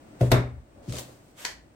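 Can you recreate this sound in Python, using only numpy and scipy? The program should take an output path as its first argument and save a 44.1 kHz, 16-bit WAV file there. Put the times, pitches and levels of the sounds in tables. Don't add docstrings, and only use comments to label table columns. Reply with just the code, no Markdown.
import sys
import numpy as np
from scipy import signal
from scipy.fft import rfft, irfft
from scipy.io import wavfile

SR = 44100
rng = np.random.default_rng(int(sys.argv[2]) if len(sys.argv) > 2 else 0)


def output_pcm(signal):
    pcm = np.clip(np.atleast_2d(signal).T, -1, 1) * 32767
    wavfile.write(sys.argv[1], SR, np.round(pcm).astype(np.int16))


N = 77175

# start in seconds, level of the low modes in dB, level of the dense
# modes in dB, cut-off of the contact in Hz.
BLOWS = [(0.2071, -14, -22.5, 704), (0.3153, -12, -16, 2050), (0.8775, -28, -29, 237),
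         (0.932, -34, -35, 570)]
# frequency in Hz, relative level in dB, T60 in seconds.
TABLE_MODES = [(70.4, -13, 0.41), (104.5, -6.5, 0.19), (123.65, 2, 0.43), (180.8, -14, 0.34),
               (245, -19, 0.63), (278.6, -19, 0.43), (348, -9, 0.17), (400, -16.5, 0.39),
               (487.7, -14, 0.15), (528.8, -10.5, 0.18), (591, -16.5, 0.37), (642.6, -12.5, 0.17),
               (702, -14, 0.24), (1467, -19, .14)]
# frequency in Hz, relative level in dB.
PANEL_SPECTRUM = [(30, -30), (60, -25), (150, 3), (230, -3.5), (380, -1), (650, -2.5), (850, -7),
                  (1100, -7), (1450, -11), (1800, -10.5), (2200, -8.5), (4000, -26), (16000, -19)]
# time in seconds, level in dB.
WOBBLE_LEVEL = [(0.21, -48), (0.25, -40), (0.33, -37), (0.38, -30), (0.43, -40), (0.52, -43), (0.6, -45.5),
                (0.68, -60.5), (0.865, -64), (0.905, -39), (0.99, -54)]
# frequency in Hz, relative level in dB.
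RUMBLE_SPECTRUM = [(20, -26), (40, -15), (52, 0), (72, 2), (95, -5), (150, -28), (1000, -80)]
def table():
    out = level(WOBBLE_LEVEL) * noise(RUMBLE_SPECTRUM)
    for start, modes_db, panel_db, contact_hz in BLOWS:
        low_modes = from_db(modes_db) * ring(TABLE_MODES, start)
        dense_modes = from_db(panel_db) * noise(PANEL_SPECTRUM) * burst(start, t60=0.36, attack_s=0.00033)
        contact = signal.butter(3, contact_hz, fs=SR, output="sos")
        out = out + signal.sosfilt(contact, low_modes + dense_modes + 1e-18)
    return out * pan(db=1.57)


# start in seconds, level in dB, T60 in seconds.
CRACKS = [(0.2110, -34, 0.044), (0.3163, -21, 0.033), (0.3174, -17, 0.024), (0.3206, -26.5, 0.024)]
# frequency in Hz, relative level in dB.
CRACK_SPECTRUM = [(150, 10), (500, -3.5), (800, -0.5), (1400, 0), (3000, 0), (5000, -4.5), (6500, -9.5),
                  (8600, -6.5), (10200, -18), (12600, -10), (13600, -17), (16000, -23)]
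# frequency in Hz, level in dB relative to a crack, T60 in seconds.
SHELL_MODES = [(506, 5, 0.058), (1430, -10.5, 0.14), (2197, -12, 0.085), (8700, -14, 0.016),
               (12830, -14.5, 0.02)]
# time in seconds, level in dB.
SLIP_LEVEL = [(0.19, -63), (0.212, -41.5), (0.235, -44), (0.27, -44.5), (0.30, -52.5), (0.316, -36)]
# frequency in Hz, relative level in dB.
SLIP_SPECTRUM = [(500, 8), (2200, 1), (5000, -6.5), (9000, -4), (10500, -12.5), (16000, -12)]
def set_down():
    pan_db = 2.8
    shell = sum(from_db(db) * ring(SHELL_MODES, start) for start, db, _ in CRACKS)
    slip = level(SLIP_LEVEL) * noise(SLIP_SPECTRUM)
    cracks = impacts(CRACKS, CRACK_SPECTRUM, room_db=-2, pan_db=pan_db)
    return shell * pan(pan_db) + slip + cracks


# time in seconds, level in dB.
DRAG_LEVEL = [(0.80, -100), (0.83, -64), (0.872, -59.5), (0.90, -44), (0.918, -52.5), (0.933, -41),
              (0.965, -42), (0.995, -37), (1.015, -68), (1.05, -59.5), (1.11, -61), (1.2, -70.5),
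              (1.32, -68.5)]
# frequency in Hz, relative level in dB.
BRISTLE_SPECTRUM = [(150, -10), (450, -2.5), (1000, -0.5), (1700, -3), (2300, -2.5), (4200, -0.5),
                    (6000, -1), (8600, 0.5), (10500, -7.5), (16000, -5)]
# start in seconds, level in dB, T60 in seconds.
SNAPS = [(0.8948, -38, 0.012), (0.9237, -29.5, 0.015), (0.9562, -29, 0.0072), (0.968, -28.5, 0.0095),
         (0.9848, -24.5, 0.015), (0.994, -42, 0.016)]
def brush():
    pan_db, muffle_hz, free_s = 1.5, 8400, 0.99
    ticks = level(DRAG_LEVEL) * grains(BRISTLE_SPECTRUM, per_s=6000, spread_db=1)
    rasp = ticks * pan(pan_db) + from_db(-0.5) * room(ticks)
    rasp += impacts(SNAPS, BRISTLE_SPECTRUM, room_db=-4.5, pan_db=pan_db)
    muffled = irfft(rfft(rasp) / np.sqrt(1 + (frequencies() / muffle_hz) ** 4), N)
    return np.where(seconds() < free_s, muffled, rasp)


# time in seconds, level in dB.
SWISH_LEVEL = [(1.34, -78), (1.372, -56), (1.392, -46.5), (1.425, -45.5), (1.447, -47), (1.48, -47),
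               (1.53, -58), (1.58, -97)]
# frequency in Hz, relative level in dB.
STRAND_SPECTRUM = [(120, -16), (400, -5), (1000, 2), (2800, 2), (5000, -3), (8500, -0.5), (10500, -10.5),
                   (13000, -5.5), (15000, -14), (16000, -16)]
# start in seconds, level in dB, T60 in seconds.
SLAPS = [(1.449, -27, 0.024), (1.4508, -19.5, 0.014)]
# frequency in Hz, relative level in dB.
SLAP_SPECTRUM = [(200, -25), (400, -3.5), (650, -19), (950, 4), (1250, -10.5), (1700, 7), (2500, -3),
                 (4000, -0.5), (4850, 3), (6200, -3.5), (7300, -2.5), (9500, -16.5), (16000, -23)]
# frequency in Hz, level in dB, T60 in seconds.
SLAP_MODES = [(389, -45.5, 0.16), (884, -44, 0.039), (987, -38, 0.096), (1780, -66, 0.088),
              (1950, -46, 0.35)]
def hair():
    swish = level(SWISH_LEVEL) * grains(STRAND_SPECTRUM, per_s=13000, spread_db=0)
    direct = swish + ring(SLAP_MODES, start=SLAPS[0][0])
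    reverberation = from_db(-5) * room(direct)
    return direct + reverberation + impacts(SLAPS, SLAP_SPECTRUM, room_db=0.5, pan_db=4.5)


# time in seconds, level in dB.
SLEEVE_LEVEL = [(0.68, -95), (0.78, -56), (0.86, -55), (1.0, -46), (1.06, -57.5), (1.095, -49), (1.16, -72),
                (1.34, -71), (1.42, -54.5), (1.52, -56.5)]
# frequency in Hz, relative level in dB.
WOOL_SPECTRUM = [(100, -5), (250, -6), (400, 1), (560, 6), (800, -3.5), (2000, -30), (8000, -52)]
def sleeves():
    return level(SLEEVE_LEVEL) * noise(WOOL_SPECTRUM)


# time in seconds, level in dB.
DRAUGHT_LEVEL = [(1.47, -90), (1.52, -55), (1.6, -55.5), (1.69, -59), (1.75, -67)]
# frequency in Hz, relative level in dB.
DRAUGHT_SPECTRUM = [(20, -17), (40, 4), (55, 21), (75, 14), (150, -59), (1000, -75)]
def draught():
    return level(DRAUGHT_LEVEL) * noise(DRAUGHT_SPECTRUM)


# time in seconds, level in dB.
ROOM_TONE_LEVEL = [(0, -51), (0.18, -49), (0.65, -57), (0.79, -53), (1.1, -51), (1.3, -55), (1.75, -56)]
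# frequency in Hz, relative level in dB.
ROOM_TONE_SPECTRUM = [(20, 3), (50, -6), (100, -0.5), (170, -4), (300, 1.5), (430, -9.5), (600, -5.5),
                      (900, -13.5), (2000, -20), (4000, -28.5), (7000, -30), (8800, -24.5), (9800, -47),
                      (16000, -31.5)]
def room_tone():
    return level(ROOM_TONE_LEVEL, outside_db=None) * noise(ROOM_TONE_SPECTRUM)


# frequency in Hz, T60 in seconds.
ROOM_T60 = [(300, 0.26), (1000, 0.32), (2500, 0.31), (5000, 0.28), (9000, 0.23), (15000, 0.14)]
# frequency in Hz, relative level in dB.
REVERB_SPECTRUM = [(100, 9), (500, 1.5), (2000, 1), (5000, 1), (9000, 1), (16000, 5)]
def room(x):
    gap_s, centres = 0.0018, np.geomspace(125, 16000, 8)
    wash, response = rfft(noise(REVERB_SPECTRUM)), 0
    for centre, share in zip(centres, np.eye(len(centres))):
        band = irfft(wash * at_hz(np.c_[centres, share], frequencies()), N)
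        response = response + band * burst(gap_s, at_hz(ROOM_T60, centre), attack_s=0.00092)
    return signal.fftconvolve(x, rms_one(response) / np.sqrt(N), axes=1)[:, :N]


# frequency in Hz, left-right correlation from -1 to 1.
STEREO_CORRELATION = [(60, 0.87), (130, 0.9), (250, 0.84), (500, 0.47), (1000, -0.12), (2000, -0.096),
                      (16000, -0.31)]
def coloured(x, spectrum, correlation=None):
    hz = frequencies()
    if correlation is None:
        correlation = at_hz(STEREO_CORRELATION, hz)
    mid, side = rfft(x) * from_db(at_hz(spectrum, hz))
    pair = np.sqrt(1 + correlation) * mid + np.sqrt(1 - correlation) * side * [[1], [-1]]
    return rms_one(irfft(pair, N))


def noise(spectrum, correlation=None):
    return coloured(rng.standard_normal((2, N)), spectrum, correlation)


DIRECT_CORRELATION = 0.12
def grains(spectrum, per_s, spread_db):
    sizes = from_db(spread_db * np.minimum(rng.exponential(1, N), 4))
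    occurs = rng.random(N) < per_s / SR
    ticks = occurs * sizes * rng.standard_normal((2, N))
    return coloured(ticks, spectrum, DIRECT_CORRELATION)


def impacts(rows, spectrum, room_db, pan_db):
    envelope = sum(from_db(db) * burst(start, t60, attack_s=0.00015) for start, db, t60 in rows)
    direct = envelope * noise(spectrum, DIRECT_CORRELATION)
    return direct * pan(pan_db) + from_db(room_db) * room(direct)


def ring(modes, start):
    build_up_cycles, out = 0.35, 0
    for k, (hz, db, t60) in enumerate(modes):
        sine = (-1) ** k * np.sin(2 * np.pi * hz * (seconds() - start))
        out = out + from_db(db) * sine * burst(start, t60, attack_s=build_up_cycles / hz)
    return out


def burst(start, t60, attack_s):
    age = np.maximum(seconds() - start, 0)
    return (1 - np.exp(-age / attack_s)) * np.exp(-np.log(1000) * age / t60)


def level(rows, outside_db=-np.inf):
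    return from_db(np.interp(seconds(), *np.transpose(rows), left=outside_db, right=outside_db))


def at_hz(points, hz):
    knots_hz, values = np.transpose(points)
    return np.interp(np.log(np.maximum(hz, 1)), np.log(knots_hz), values)


def pan(db):
    return from_db(np.array([[db], [-db]]) / 2)


def from_db(db):
    return 10 ** (np.asarray(db) / 20)


def rms_one(x):
    return x / np.sqrt(np.mean(x ** 2) + 1e-20)


def seconds():
    return np.arange(N) / SR


def frequencies():
    return np.arange(N // 2 + 1) * SR / N


def scene():
    background = (room_tone() + draught()) * pan(db=1.0)
    rustle = sleeves()
    return table() + set_down() + brush() + hair() + rustle + background


def record(dry):
    bass_cut_hz, stopband_hz = 35.6, 16600
    high_pass = signal.butter(2, bass_cut_hz, "high", fs=SR, output="sos")
    low_pass = signal.cheby2(16, 60, stopband_hz, fs=SR, output="sos")
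    return signal.sosfilt(low_pass, signal.sosfilt(high_pass, dry))


dry = scene()
out = record(dry)
output_pcm(out)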